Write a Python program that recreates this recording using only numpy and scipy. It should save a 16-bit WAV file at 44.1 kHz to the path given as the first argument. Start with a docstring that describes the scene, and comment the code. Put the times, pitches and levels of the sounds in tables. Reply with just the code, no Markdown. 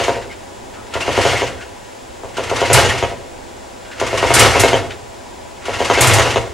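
"""In the snow before an open hangar, a small aircraft's propeller is swung by hand five times.
The two-stroke engine does not start. Each piston stroke lets out a hollow chuff and draws a gasp of air,
over a rush and clatter that grow with the shaft's speed. A few times the fuel fires weakly, with a sharp
spit, a surge of gas and a boom in the muffler. Boots scuff amid brief whistles and creaks, and the
hangar echoes. A camcorder hears it all over faint outdoor noise and its own hiss and whine."""
import sys
import numpy as np
from scipy import signal
from scipy.fft import rfft, irfft, next_fast_len
from scipy.io import wavfile
from scipy.ndimage import map_coordinates

SR = 44100
rng = np.random.default_rng(int(sys.argv[2]) if len(sys.argv) > 2 else 0)


def wav_record(signal):
    """Record a signal, one row per channel, as 16-bit PCM in the file named by sys.argv[1]."""
    frames = np.transpose(np.atleast_2d(signal))
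    bounded = np.clip(frames, -1, 1)
    # unit amplitude maps onto the largest positive 16-bit level
    quanta = np.round(bounded * 32767).astype(np.int16)
    wavfile.write(sys.argv[1], SR, quanta)


N = 287973

# Levels in the tables are relative: the functions add their own gains.
# The tone colour of each noise: (frequency [Hz], level [dB])
OUTDOOR_NOISE = [(15, -32), (25, 1), (38, -4.5), (52, -2), (100, 0), (160, -8), (260, -1.5), (360, -0.5),
                 (500, -2), (800, -2), (1010, -3), (1150, -17), (1700, -35), (3500, -80)]
CAMCORDER_HISS = [(700, -53), (1100, -1.5), (1500, 0.5), (1900, 0), (2900, -3), (3500, -4), (4500, -7),
                  (5100, -5.5), (6200, -7.5), (7400, -4), (8300, -10.5), (11000, -15), (13000, -25),
                  (15800, -37)]
SNOW_CRUNCH = [(600, -21), (1500, 5), (2300, 2), (3100, -1.5), (4000, -5), (7000, -14), (14000, -37)]
MUFFLER_RUMBLE = [(20, -14), (45, -1), (80, 18), (130, 15), (180, 12), (260, 4), (420, -46)]
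AIR_RUSH = [(150, -51), (260, -2.5), (420, -1), (800, 2), (1300, -2), (2200, -3), (2900, -4.5), (3800, -8),
            (6500, -13), (8500, -18), (11500, -25.5), (15500, -71)]
EXHAUST_JET = [(1000, -31), (3500, 8), (6000, 5), (8500, 0.5), (10500, -5), (13000, -17), (15800, -68)]
INTAKE_HISS = [(150, -52), (250, -0.5), (482, -0.5), (646, -7), (1160, 2), (1310, -8), (2800, -0.5),
               (3890, -8.5), (6640, -9.5), (9700, -19), (12400, -29.5), (14400, -57), (15500, -44)]
EDGE_HISS = [(500, -39), (1300, 7), (2000, 1.5), (3000, 8), (4200, -8), (5500, -16), (6600, 3), (8000, -33),
             (14000, -68)]  # air at the edge of the exhaust opening
FIRING_SPIT = [(200, -30), (500, -42), (1400, -2), (2150, 5.5), (3000, 0), (5000, -0.5), (7200, 6.5),
               (9500, 4), (11500, -1.5), (13500, -11), (15800, -49)]

# The camcorder's thin whines and high line-scan whistle: (frequency [Hz], level [dB])
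MID_WHINE = [(2697, -62), (3472, -64), (6745, -61), (7494, -62), (7790, -61), (15735, -61)]  # "mid" is what left and right share
SIDE_WHINE = [(582, -40.5), (1160, -51), (7494, -62)]  # "side" is added to the left and taken from the right
# How strong the side is next to the mid: (frequency [Hz], level [dB])
BACKGROUND_WIDTH = [(60, 3), (110, -1), (200, -2), (380, -3.5), (700, -2), (1290, -2.5), (2380, -4.5),
                    (4400, -6), (8120, -5), (15000, -3)]  # noise arriving from all around
PHASE_WIDTH = [(25, -1), (80, -3), (130, -5), (260, -10), (400, -15), (600, -22), (2000, -28), (5000, -32)]  # waves reaching the two microphones out of step
SCATTER_WIDTH = [(100, -24), (500, -24.5), (1200, -18), (2800, -12.5), (5000, -11.5), (9000, -7),
                 (15000, -10)]  # sound scattered unequally to the two microphones
# How much louder the left is than the right: (frequency [Hz], level [dB])
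BALANCE = [(60, -4), (130, -1.5), (290, 1), (640, 1.0), (1410, 1.0), (3100, 1.5), (6820, -1), (15000, 2.5)]

# How long the hangar's echo takes to fade by 60 dB: (frequency [Hz], time [s])
HANGAR_FADE = [(100, 1), (500, 0.59), (2000, 0.15), (6000, 0.2), (14000, 0.28)]
# Bounces in the exhaust and off the aircraft; open ends flip the wave: (delay [s], gain [ratio])
ECHOES = [(.0036, -.5), (.0092, -.45), (.0111, -.78), (.0171, .4), (.0191, .5), (.0232, .45)]
# The pitches at which each part rings: (frequency [Hz], width [Hz], level [dB])
MUFFLER_RING = [(55, 27, -8), (92.2, 19.4, -1.5)]
CASING_RING = [(1910, 140, 1), (2170, 160, 3), (2830, 470, 1), (5100, 1300, -9.5), (6630, 380, -9)]
PASSAGE_RING = [(1350, 150, 3), (1876, 114, 4.5), (2146, 85, 7), (2814, 135, 2), (3353, 15, 3)]
EXHAUST_RING = [(97, 5.1, -3), (259.4, 40, -2), (397.6, 213, -0.5), (623, 374, 1.5), (908, 504, -1)]

# Boots scuff the snow: (time [s], level [dB])
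SCUFFS = [(0.1394, -16), (0.2134, -21.5), (0.31, -22), (0.7332, -24.5), (0.86, -31), (1.605, -19),
          (3.847, -26), (3.9094, -18.5), (3.95, -26), (4.9, -16.5), (5.615, -29)]
# Brief whistles and squeaky creaks: (time [s], frequency [Hz], level [dB], length [s])
WHISTLES_AND_CREAKS = [(0.293, 2165, -33.5, 0.039), (0.74, 1287, -42, 0.1), (1.021, 2750, -20, 0.017),
                       (1.354, 2156, -21, 0.03), (1.578, 1510, -36, 0.07), (2.642, 2160, -25, 0.03),
                       (2.894, 1880, -19, 0.03), (3.85, 1570, -46, 0.1), (4.533, 2176, -20.5, 0.049),
                       (5.72, 1395, -27.5, 0.031), (5.738, 2720, -25.5, 0.024), (5.94, 2180, -19, 0.046),
                       (5.999, 2160, -18, 0.04)]
# Propeller swings: (pull time [s], fastest time [s], stop time [s], peak airflow [dB])
SWINGS = [(-0.4, -0.076, 0.09, -17.5), (0.945, 1.293, 1.45, -18.5), (2.369, 2.747, 3.057, -21),
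          (4.001, 4.417, 4.774, -17), (5.665, 6.114, 6.372, -17.5)]
# Air leaks past the piston just before a chuff: (time [s], level [dB])
LEAKS = [(0.936, -23.5), (1.06, -34), (1.166, -23), (2.368, -23.5), (2.495, -23), (2.603, -20.5),
         (3.997, -21), (5.653, -27), (5.787, -29)]
# The piston uncovers the exhaust: (time [s], chuff level [dB], hiss over chuff [dB], gasp level [dB])
STROKES = [(0.0, -10, -14, -8.5), (0.082, -5, -6, -20), (0.166, -15.5, -18, -30), (0.954, -11.5, -15, -9.5),
           (1.08, -7.5, -6.5, -12), (1.177, -2.5, -10, -5), (1.252, -3.5, -4, -11),
           (1.333, -10.5, -12, -10.5), (1.419, -7.5, -3, -15), (2.235, -19.5, -13, -26),
           (2.383, -10.5, -6, -12), (2.514, -7.5, -14, -6.5), (2.616, -4, -7, -9.5), (2.701, -4.5, -2, -15),
           (2.775, -3, -2, -7), (2.849, -7.5, 4.5, -4.5), (2.939, -16.5, -18, -10.5),
           (3.026, -6.5, -3.5, -34), (3.115, -19, -21, -35), (4.014, -7, -13, -10), (4.13, -7.5, -5, -4.5),
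           (4.228, -3.5, -10, -10), (4.305, -4.5, -6, -18), (4.402, -7.5, 9.5, -14), (4.449, -4.5, 0, -10),
           (4.557, -3.5, -5.5, -4.5), (4.636, 0.5, -3, -3.5), (4.731, -2, -4, -23), (4.844, -23, -5, -36),
           (5.683, -10.5, -15, -14), (5.804, -6, -6, -5), (5.9, -3, -2, -5.5), (5.975, -7, 2.5, -2.5),
           (6.185, -5.5, 0, -5), (6.258, -9, -4, -8), (6.359, -4, -2, -23)]
# The fuel fires weakly: (time [s], spit level [dB], boom over spit [dB], gas surge level [dB])
FIRINGS = [(2.7294, -5.5, -3, -12), (4.338, -6, -8, -13), (4.3923, -6.5, -17, -15),
           (4.596, -9, -1.5, -21.5), (6.007, -7, -1.5, -16), (6.0698, -10, -0.5, -22),
           (6.1341, -11, 3, -18)]


def amp(db):
    """Turn decibels into a gain."""
    return 10 ** (np.asarray(db) / 20)


def unit(x):
    """Scale a sound to an average strength (rms) of 1."""
    return x / np.sqrt(np.mean(x ** 2) + 1e-20)


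def along(points, hz):
    """Read between (frequency, value) points on a log frequency scale."""
    freqs, values = np.transpose(points)
    return np.interp(np.log(hz + 1), np.log(freqs + 1), values)


def filtered(x, response):
    """Change each frequency's strength and phase by response(hz)."""
    n = x.shape[-1]
    padded = next_fast_len(n + SR // 2)
    return irfft(rfft(x, padded) * response(np.fft.rfftfreq(padded, 1 / SR)), padded)[..., :n]


def resonances(modes, hz):
    """The response of a part that rings at several pitches."""
    return sum((-1) ** k * amp(db) * 1j * hz * width / (centre ** 2 - hz ** 2 + 1j * hz * width)
               for k, (centre, width, db) in enumerate(modes))


def noise(spectrum):
    """Steady noise with the given tone colour."""
    return unit(filtered(rng.standard_normal(N), lambda hz: amp(along(spectrum, hz))))


def ringing_noise(modes):
    """Steady noise passed through a part that rings."""
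    return filtered(rng.standard_normal(N), lambda hz: resonances(modes, hz))


def wobble(rate):
    """A smooth curve through `rate` random values a second."""
    knots = rng.standard_normal(int(N * rate / SR) + 4)
    smooth = map_coordinates(knots, [np.arange(10 * len(knots)) / 10], mode="nearest")
    return np.interp(np.arange(N) * 10 * rate / SR, np.arange(len(smooth)), smooth)


def bursts(times, levels_db, attack, t60):
    """A loudness curve of half-second bursts that rise fast, then fall 60 dB every t60 seconds."""
    power, t = np.zeros(N + SR), np.arange(SR // 2) / SR
    shape = (1 - np.exp(-t / attack)) * amp(-60 * t / t60)
    for start, db in zip(times, levels_db):
        power[max(round(start * SR), 0):][:len(t)] += (amp(db) * shape / shape.max()) ** 2
    return np.sqrt(power[:N])


def impulses(times, gains):
    """A one-sample click at each time."""
    return np.bincount(np.clip(np.round(times * SR).astype(int), 0, N - 1), gains, N)


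def tone(hz, waver):
    """A pure tone of strength 1, pushed ahead and back by `waver` radians."""
    return np.sqrt(2) * np.sin(2 * np.pi * hz * np.arange(N) / SR + waver)


def echoed(x):
    """A sound plus its quick bounces in the exhaust and off the aircraft."""
    return filtered(x, lambda hz: 1 + sum(gain * np.exp(-2j * np.pi * hz * delay)
                                          for delay, gain in ECHOES))


def camcorder_whine(tones):
    """The camcorder's thin whines and high line-scan whistle, wavering slightly."""
    drift = 1.3 * wobble(14)
    return sum(amp(db) * tone(hz, drift) for hz, db in tones)


def background(outdoors_db=-38.5, hiss_db=-43.0, width_db=-1):
    """Outdoor noise from all around, with the camcorder's hiss and whine, as mid and side."""
    swell = amp(outdoors_db + .9 * wobble(3.5))
    mid, side = (swell * noise(OUTDOOR_NOISE) + amp(hiss_db) * noise(CAMCORDER_HISS) for _ in range(2))
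    side = filtered(side, lambda hz: amp(along(BACKGROUND_WIDTH, hz) + width_db))
    return mid + camcorder_whine(MID_WHINE), side + camcorder_whine(SIDE_WHINE)


def hangar(x, build_s=0.015):
    """The hangar's wash of echoes swells, then dies sooner in the treble than in the bass."""
    hz, t, bands = signal.stft(rng.standard_normal((2, int(.6 * SR))), SR, nperseg=256)
    fade = amp(-60 * t / along(HANGAR_FADE, hz)[:, None])
    swell = 1 - np.exp(-(t / build_s) ** 2)
    tails = signal.istft(bands * fade * swell, SR, nperseg=256)[1]
    first, second = signal.fftconvolve(x[None], tails / np.linalg.norm(tails[0]), axes=1)[:, :N]
    drift = 1.59 * wobble(4)  # the moving propeller and body keep changing the echo paths
    return np.cos(drift) * first + np.sin(drift) * second


def boots(scuff_db=-14):
    """Boots shift in the cold snow with a grainy crunch."""
    times, db = np.transpose(SCUFFS)
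    crunch = unit(noise(SNOW_CRUNCH) * amp(2.5 * wobble(400)))
    return amp(scuff_db) * crunch * bursts(times, db, attack=.015, t60=.11)


def whistles_and_creaks(gain_db=-1):
    """Brief whistles and squeaky creaks sound on an unsteady pitch as the engine is turned."""
    sound, waver = np.zeros(N), wobble(290)
    for start, hz, db, length in WHISTLES_AND_CREAKS:
        span = np.arange(round(start * SR), min(round((start + length) * SR), N))
        swell = np.sin(np.linspace(0, np.pi, len(span)))
        sound[span] += amp(db + gain_db) * swell * tone(hz, waver)[span]
    return sound


def swing_flow(pull_db=-13, stop_db=-8.5, rise_db_per_s=400, settle_db_per_s=122):
    """Airflow grows until the propeller is fastest, eases, and settles after it stops."""
    t, flow = np.arange(N) / SR, np.zeros(N)
    for pull, fastest, stop, db in SWINGS:
        turning_db = np.interp(t, [pull, fastest, stop], [pull_db, 0, stop_db])
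        fade_db = rise_db_per_s * np.maximum(pull - t, 0) + settle_db_per_s * np.maximum(t - stop, 0)
        flow += amp(db + turning_db - fade_db)
    return flow


def surge_flow():
    """The flow of gas that follows each firing."""
    times, _, _, db = np.transpose(FIRINGS)
    return bursts(times, db, attack=0.018, t60=0.6)


def muffler_drone(note_hz=119, note_db=-3, hum_db=-8.5, rumble_db=-14, burn_db=-13, strong_flow_db=-16):
    """Strokes and flowing gas keep the muffler humming; a strong flow blows it like a bottle."""
    times, db, _, _ = np.transpose(STROKES)
    kicks = bursts(times, -24 + 0.54 * db, attack=0.0041, t60=0.88)
    level = np.sqrt((amp(-7) * swing_flow()) ** 2 + (amp(-9) * surge_flow()) ** 2 + kicks ** 2)
    hum = unit(ringing_noise(MUFFLER_RING))
    note = tone(note_hz, 1.44 * wobble(18))
    blowing = amp(note_db + 2.1 * wobble(25)) * (level / amp(strong_flow_db)) ** 0.52
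    shaking = amp(rumble_db) * level + amp(burn_db) * surge_flow()  # burning gas adds deep rumble
    return level * (blowing * note + amp(hum_db) * hum) + shaking * noise(MUFFLER_RUMBLE)


def clatter(ticks_per_s=170, spread_db=4, clatter_db=-7):
    """Loose parts tick at random and ring the engine's casing while the shaft turns."""
    ticks = (rng.random(N) < ticks_per_s / SR) * amp(spread_db * rng.standard_normal(N))
    ring = unit(echoed(filtered(ticks, lambda hz: resonances(CASING_RING, hz))))
    return amp(clatter_db) * swing_flow() * ring


def piston_leaks(whistle_db=-5, whistle_hz=1390):
    """On a swing's slow first strokes, squeezed air slips past the piston with a hiss and a whistle."""
    times, db = np.transpose(LEAKS)
    whistle = amp(whistle_db) * tone(whistle_hz, 0.58 * wobble(200))
    return bursts(times, db, attack=.003, t60=.085) * (noise(INTAKE_HISS) + whistle)


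def intake_gasps(gasp_db=-13, stroke_share=0.43, longest_stroke_s=0.114):
    """Part-way through each stroke the intake opens with a gasp, sooner when the shaft turns faster."""
    times, _, _, db = np.transpose(STROKES)
    stroke_s = np.minimum(np.diff(times, append=np.inf), longest_stroke_s)
    opens = times + stroke_share * stroke_s
    return bursts(opens, db + gasp_db, attack=0.008, t60=0.082) * noise(INTAKE_HISS)


def rushing_air(rush_db=-1, ring_db=-5, roar_db=-19, jet_db=-20, full_flow_db=-13):
    """Air rushes through the engine's passages as the shaft turns, along with the gasps and leaks."""
    flow = np.hypot(swing_flow(), surge_flow())
    ring = unit(ringing_noise(PASSAGE_RING))
    flutter = amp(1.5 * wobble(70))
    rush = flow * flutter * (amp(rush_db) * noise(AIR_RUSH) + amp(ring_db) * ring)
    # a fast flow roars in the exhaust and leaves it as a bright jet, both sputtering
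    force = flow / amp(full_flow_db)
    roar = unit(echoed(ringing_noise(EXHAUST_RING)) * amp(3.5 * wobble(160)))
    jet = unit(noise(EXHAUST_JET) * amp(3.3 * wobble(90)))
    exhaust = amp(roar_db) * force ** 1.5 * roar + amp(jet_db) * force ** 1.93 * jet
    return rush + exhaust + intake_gasps() + piston_leaks()


def firings(spit_db=-3, boom_db=-3, boom_hz=118, boom_fade_s=0.097, boom_rise_s=0.023):
    """A weak firing spits from the exhaust and sets the air in the muffler booming."""
    times, db, boom_over_db, _ = np.transpose(FIRINGS)
    spit = bursts(times, db + spit_db, attack=0.0014, t60=0.13) * noise(FIRING_SPIT)
    t = np.arange(SR // 2) / SR
    ring = np.sin(2 * np.pi * boom_hz * t) * amp(-60 * t / boom_fade_s) * (1 - np.exp(-t / boom_rise_s))
    kicks = impulses(times, amp(db + boom_over_db + boom_db))
    return spit + signal.fftconvolve(kicks, ring / ring.max())[:N]


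def exhaust_pipe(x, modes, dull_above_hz=1500):
    """The exhaust rings at its own pitches and softens the treble."""
    return filtered(x, lambda hz: resonances(modes, hz) / (1 + 1j * hz / dull_above_hz))


def chuffs(chuff_db=1.2, hiss_db=-9, bright_db=-2, vary_db=1.26, echo_drift=.025):
    """Squeezed air escapes all at once, rings the exhaust and hisses at the edge of the opening."""
    times, db, hiss_over_db, _ = np.transpose(STROKES)
    brightness, drift = rng.standard_normal((len(times), 2)).T

    def puffs(levels_db):
        """One pulse a stroke, with echoes that shift a little each time."""
        return sum(impulses(times + delay * (1 + echo_drift * drift), gain * amp(levels_db))
                   for delay, gain in [(0, 1)] + ECHOES)

    low = exhaust_pipe(puffs(db), EXHAUST_RING[:-1])
    high = exhaust_pipe(puffs(db + bright_db + vary_db * brightness), EXHAUST_RING[-1:])
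    peak = np.abs(exhaust_pipe(signal.unit_impulse(SR // 4), EXHAUST_RING)).max()
    hiss = bursts(times, db + hiss_over_db + hiss_db, attack=0.0006, t60=0.017) * noise(EDGE_HISS)
    return amp(chuff_db) * (low + high) / peak + echoed(hiss)


def scene():
    """The engine and the hangar lie straight ahead of two closely spaced microphones."""
    strokes = chuffs()
    turning = rushing_air() + clatter()
    fire = firings()
    small_sounds = boots() + whistles_and_creaks()
    into_hangar = amp(-12) * strokes + amp(-11) * turning + amp(-9) * fire + amp(-10) * small_sounds
    ahead = strokes + turning + fire + small_sounds + hangar(into_hangar) + muffler_drone()
    # the microphones hear the bass out of step, and unlike swirls of air and echoes in the treble
    out_of_step = filtered(ahead, lambda hz: 1j * amp(along(PHASE_WIDTH, hz)))
    unshared = rushing_air() + firings() + hangar(strokes, build_s=0.0022)
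    scattered = filtered(unshared, lambda hz: amp(along(SCATTER_WIDTH, hz)))
    background_mid, background_side = background()
    mid, side = ahead + background_mid, out_of_step + scattered + background_side
    left_right = np.array([mid + side, mid - side])
    return filtered(left_right, lambda hz: amp(np.outer([.5, -.5], along(BALANCE, hz))))


def record(dry, drum_hz=149.85, depth=.64, feedback=.48, top_hz=15800):
    """The camcorder turns down its tape drum's pitches, rounds off peaks and cuts the highest treble."""
    def notches(hz):
        """A dip at every multiple of the drum's spin rate."""
        delay = np.exp(-2j * np.pi * hz / drum_hz)
        return 1 - depth * (1 - feedback) * delay / (1 - feedback * delay)

    notched = filtered(dry, notches)
    rounded = notched / (1 + np.abs(notched) ** 8) ** (1 / 8)
    return filtered(rounded, lambda hz: hz < top_hz)


dry = scene()
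out = record(dry)
wav_record(out)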